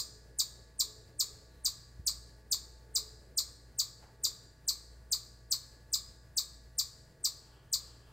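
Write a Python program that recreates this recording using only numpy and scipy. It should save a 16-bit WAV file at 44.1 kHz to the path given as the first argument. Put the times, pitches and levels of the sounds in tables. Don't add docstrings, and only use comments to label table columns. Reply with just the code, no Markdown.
import sys
import numpy as np
from scipy import signal
from scipy.fft import rfft, irfft, next_fast_len
from scipy.io import wavfile
from scipy.ndimage import map_coordinates

SR = 44100
rng = np.random.default_rng(int(sys.argv[2]) if len(sys.argv) > 2 else 0)


def file_out(sig):
    cols = np.atleast_2d(sig).T
    lim = np.clip(cols, -1, 1)
    pcm = np.round(lim * 32767).astype(np.int16)
    wavfile.write(sys.argv[1], SR, pcm)


N = 358091


def amp(db):
    return 10 ** (np.asarray(db) / 20)


def along(points, hz):
    frequencies, values = np.transpose(points)
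    return np.interp(np.log(hz + 1), np.log(frequencies), values)


def curve(rows):
    return np.interp(np.arange(N) / SR, *np.transpose(rows))


def wobble(rate_hz):
    knots = rng.standard_normal(int(N * rate_hz / SR) + 4)
    fine = np.arange(0, len(knots) - 1, 1 / 10)
    return np.interp(np.arange(N) * rate_hz / SR, fine, map_coordinates(knots, [fine]))


def burst(peak_s, attack_s, t60_s):
    t = np.arange(N) / SR - peak_s
    return amp(-60 * np.maximum(-t / attack_s, t / t60_s))


def filtered(x, response):
    size = next_fast_len(N + SR // 2)
    return irfft(rfft(x, size) * response(np.fft.rfftfreq(size, 1 / SR)), size)[..., :N]


def rush(colour, side_db):
    mid, side = filtered(rng.standard_normal((2, N)), lambda hz: amp(along(colour, hz)))
    side = amp(side_db) * filtered(side, lambda hz: hz / (hz + 300))
    ears = np.array([mid + side, mid - side])
    return ears / np.sqrt(np.mean(ears ** 2) + 1e-20)


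def tone(hz, drift_hz):
    cycles = np.cumsum(hz + drift_hz * wobble(5)) / SR + rng.random()
    return np.sqrt(2) * np.sin(2 * np.pi * cycles)


def add(track, sound, start_s):
    start = round(start_s * SR)
    part = sound[:, max(-start, 0):max(N - start, 0)]
    track[:, max(start, 0):max(start, 0) + part.shape[1]] += part


# frequency_hz, relative_density_db
AIR_SPECTRUM = [(20, -10.5), (45, -4), (90, -0.5), (140, -4), (220, -12), (450, -17), (750, -22),
                (1300, -26.5), (1750, -22), (2200, -28), (3000, -33), (6000, -33.5), (16000, -38.5)]
def air():
    return amp(-63 + 1.2 * wobble(23)) * rush(AIR_SPECTRUM, side_db=-12.5)


# time_s, level_db
TRAFFIC_CONTOUR = [(0.0, -67.5), (1.4, -67), (1.76, -71.5), (3.21, -66.5), (3.39, -68), (5.99, -70.5),
                   (8.12, -69)]
def traffic():
    contour_db = curve(TRAFFIC_CONTOUR)
    swing_db = 1.44 * (contour_db - contour_db.mean())
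    level_db = contour_db.mean() + swing_db - 2
    colour = [(120, -13), (200, -13.5), (300, 0), (450, 2.5), (620, -2.5), (900, -18.5), (1500, -46.5)]
    return amp(level_db + 1.8 * wobble(9.6)) * rush(colour, side_db=-21.5)


# time_s, level_db
DRONE_LEVELS = [(0.0, -64.5), (0.27, -54.5), (1.04, -66.5), (1.7, -58), (1.74, -67.5), (1.99, -55),
                (4.45, -64), (5.02, -54), (5.22, -58), (6.85, -59), (6.9, -71), (7.05, -62), (7.1, -71),
                (7.55, -58), (7.71, -69), (7.76, -58), (8.07, -64), (8.12, -67)]
# pitch_hz, level_db
WHINE_PARTIALS = [(118.4, -66.5), (479, -82), (646, -80), (877.5, -81), (1147, -83.5), (1464, -83),
                  (1637, -83), (1696, -79.5), (1814, -88.5), (1933, -86.5)]
def machine():
    drone = amp(curve(DRONE_LEVELS) + 1.4 * wobble(5)) * tone(hz=58.3, drift_hz=0.952)
    whine = sum(amp(db + 1.5 * wobble(4)) * tone(hz, drift_hz=1.1) for hz, db in WHINE_PARTIALS)
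    return drone + whine


# peak_s, length_s, pitch_hz, level_db
TONE_SWELLS = [(.17, 0.55, 430, -69.5), (0.933, 0.38, 432, -64.5), (1.284, 0.74, 430, -71),
               (2.495, 0.67, 432, -72.5), (3.048, 0.64, 431, -65), (4.33, .5, 434, -71.5),
               (7.2, 2.7, 141.3, -69.5)]
def far_tones():
    t = np.arange(N) / SR
    arch = lambda s, length: np.cos(np.pi * np.clip((t - s) / length, -.5, .5)) ** 2
    return sum(amp(db) * arch(s, length) * tone(hz, drift_hz=2.15) for s, length, hz, db in TONE_SWELLS)


# start_s, length_s, pitch_hz, half_width_hz (to 60 dB down), level_db
BIRD_NOTES = [(1.42, .28, 4050, 1400, -75), (7.4, .45, 3100, 2400, -79)]
def bird():
    notes = 0
    for s, length, hz, width, db in BIRD_NOTES:
        swell = curve([(s, 0), (s + length / 2, 1), (s + length, 0)])
        band = [(abs(hz - width), -60), (hz, 0), (hz + width, -60)]
        notes = notes + amp(db) * swell * rush(band, side_db=-28)
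    return notes


def rustle():
    colour = [(400, -31), (800, -2.5), (1300, -4.5), (2000, -16), (3300, -7.5), (4500, -32.5)]
    swell = burst(peak_s=7.9, attack_s=3, t60_s=6)
    return amp(-69.5 + 3 * wobble(10)) * swell * rush(colour, side_db=-5.5)


def thud():
    colour = [(40, -31), (90, 8), (140, -15), (250, -17), (800, -62)]
    return amp(-42.5) * burst(peak_s=1.995, attack_s=.025, t60_s=0.077) * rush(colour, side_db=-22)


def scuff():
    colour = [(200, -23), (500, -3.5), (850, 3), (1400, -4), (3200, -18), (5000, -54)]
    stroke = amp(-61) * burst(peak_s=4.025, attack_s=.035, t60_s=.5)
    return stroke * amp(3.3 * wobble(90)) * rush(colour, side_db=-8.5)


def diffuse_tail(t60s, build_s, side_db, scatter_hz):
    size = SR * 3 // 4
    mid, side = rng.standard_normal((2, size))
    ears = np.array([mid + amp(side_db) * side, mid - amp(side_db) * side])
    hz, t, spectra = signal.stft(ears, SR, nperseg=128)
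    scattering = (hz ** 2 / (hz ** 2 + scatter_hz ** 2 + 1)) ** .5 + .15
    decay = amp(-60 * t / along(t60s, hz)[:, None])
    ring = signal.istft(spectra * scattering[:, None] * decay, SR, nperseg=128)[1][:, :size]
    ring *= 1 - np.exp(-(np.arange(size) / SR / build_s) ** 2)
    return ring / np.linalg.norm(ring[0])


# frequency_hz, t60_s
YARD_DECAY = [(1000, 1), (4500, 0.72), (7500, 0.66), (9500, 0.72), (14000, 0.45)]
def yard_reverberation():
    return amp(-18) * diffuse_tail(YARD_DECAY, build_s=0.052, side_db=-16.5, scatter_hz=2400)


# frequency_hz, t60_s
PORCH_DECAY = [(1000, 0.61), (4500, 0.17), (8000, 0.18), (14000, 0.14)]
def porch_scatter():
    return amp(-3) * diffuse_tail(PORCH_DECAY, build_s=.002, side_db=-14.5, scatter_hz=6200)


# delay_ms, gain_db
POST_ECHOES = [(.8, -12), (2.35, -11), (2.75, -10), (4.1, -5.5), (9.5, -8), (13.1, -10.5)]
POST_CUTOFF_HZ = 6000
WALL_DELAY_MS, WALL_DB, WALL_CUTOFF_HZ = 17.3, -12.5, 2180
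def sound_paths(steady_porch):
    paths = steady_porch + porch_scatter()
    paths += yard_reverberation()
    paths[:, 0] += 1
    posts, wall = np.zeros_like(paths), np.zeros_like(paths)
    for ms, db in POST_ECHOES:
        delay_ms = abs(ms + 0.054 * rng.standard_normal() + .004 * rng.standard_normal(2))
        posts[[0, 1], np.round(delay_ms * SR / 1e3).astype(int)] += amp(db)
    wall[:, round(WALL_DELAY_MS * SR / 1e3)] = amp(WALL_DB)
    highpass = lambda x, hz: signal.lfilter(*signal.butter(2, hz, "high", fs=SR), x)
    return paths + highpass(posts, POST_CUTOFF_HZ) + highpass(wall, WALL_CUTOFF_HZ)


OPEN_MS, PEAK_MS, SHUT_MS, ARCH_DB_PER_MS = -7.5, 7.66, 10.397, 0.89
ATTACK_MS, RELEASE_MS = 1, 0.73
THIN_DB, THIN_END_MS = -34, 17.2
BLIP_MS, BLIP_DB, BLIP_FADE_DB_PER_MS = 21.8, -21.5, 1.7
def chip_envelope(ms):
    step = lambda at_ms, edge_ms: (1 + np.tanh((ms - at_ms) / edge_ms / 2)) / 2
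    arch = amp(-ARCH_DB_PER_MS * abs(ms - PEAK_MS))
    voice = step(OPEN_MS, ATTACK_MS) * (1 - step(SHUT_MS, RELEASE_MS)) * arch
    thin = amp(THIN_DB) * (1 - step(THIN_END_MS, RELEASE_MS))
    blip = step(BLIP_MS, ATTACK_MS) * amp(BLIP_DB - BLIP_FADE_DB_PER_MS * np.maximum(ms - BLIP_MS, 0))
    return (voice + thin + blip) * signal.windows.tukey(len(ms), .1)


# time_from_middle_ms, pitch_hz
PITCH_GLIDE = [(-18, 9000), (-7.5, 8450), (-2, 7000), (2, 5150), (7.6, 4520), (11, 3650), (15.5, 2400),
               (20.5, 1290), (33, 860)]
# frequency_hz, gain_db
THROAT_RESPONSE = [(3000, -2.5), (3700, -1), (4650, -1.7), (5800, -1.5), (7400, 1.14), (8500, 5.5),
                   (9500, -1.5)]
# frequency_hz, gain_db
MOUTH_RESPONSE = [(2000, -9), (5000, -27.5), (7000, 13), (8000, -10), (9500, -25), (11400, -28.5),
                  (12400, -15), (13500, -8.5), (15500, -13), (19000, -89.5)]
def chip(start_hz, third_harmonic_db, flutter_depth):
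    glide_ms, glide_hz = np.transpose(PITCH_GLIDE)
    ms = np.arange(glide_ms[0], glide_ms[-1], 1e3 / SR)
    onset_shift_hz = (start_hz - glide_hz[0]) * np.interp(ms, [-14, -5], [1, 0])
    flutter = np.interp(ms, np.linspace(glide_ms[0], glide_ms[-1], 64), rng.standard_normal(64))
    detune = 0.00892 * rng.standard_normal()
    hz = (np.interp(ms, glide_ms, glide_hz) + onset_shift_hz) * (1 + detune + flutter_depth * flutter)
    phase = 2 * np.pi * np.cumsum(hz) / SR
    fundamental = amp(along(THROAT_RESPONSE, hz)) * np.sin(phase)
    overtone = lambda order: amp(along(MOUTH_RESPONSE, order * hz)) * np.sin(order * phase)
    return chip_envelope(ms) * (fundamental + overtone(2) + amp(third_harmonic_db) * overtone(3))


# middle_s, start_pitch_hz
CHIP_CALLS = [(-0.021, 9200), (0.3943, 9930), (0.8002, 9350), (1.2012, 8950), (1.6547, 9350), (2.072, 9840),
              (2.521, 9300), (2.9579, 8950), (3.3797, 9300), (3.793, 8950), (4.244, 9300), (4.6851, 9250),
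              (5.1242, 8900), (5.5185, 8850), (5.9360, 8850), (6.3761, 9300), (6.7893, 9300),
              (7.2487, 8900), (7.7335, 8900)]
def chipmunk():
    track = np.zeros((2, N))
    steady_porch = porch_scatter()
    for middle_s, start_hz in CHIP_CALLS:
        call = amp(-21) * chip(start_hz, third_harmonic_db=-4, flutter_depth=0.019)
        echoing = signal.fftconvolve(call[None], sound_paths(steady_porch), axes=1)
        add(track, echoing, start_s=middle_s + PITCH_GLIDE[0][0] / 1e3)
    left_over_right_db = curve([(0, 0.35), (8, 2.3)])
    return track * amp(np.array([left_over_right_db, -left_over_right_db]) / 2)


def scene():
    return chipmunk() + machine() + far_tones() + air() + traffic() + scuff() + rustle() + bird() + thud()


def record(dry):
    cutoff_hz = 15780
    return filtered(dry, lambda hz: 1 / np.sqrt(1 + (hz / cutoff_hz) ** 240))


dry = scene()
out = record(dry)
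file_out(out)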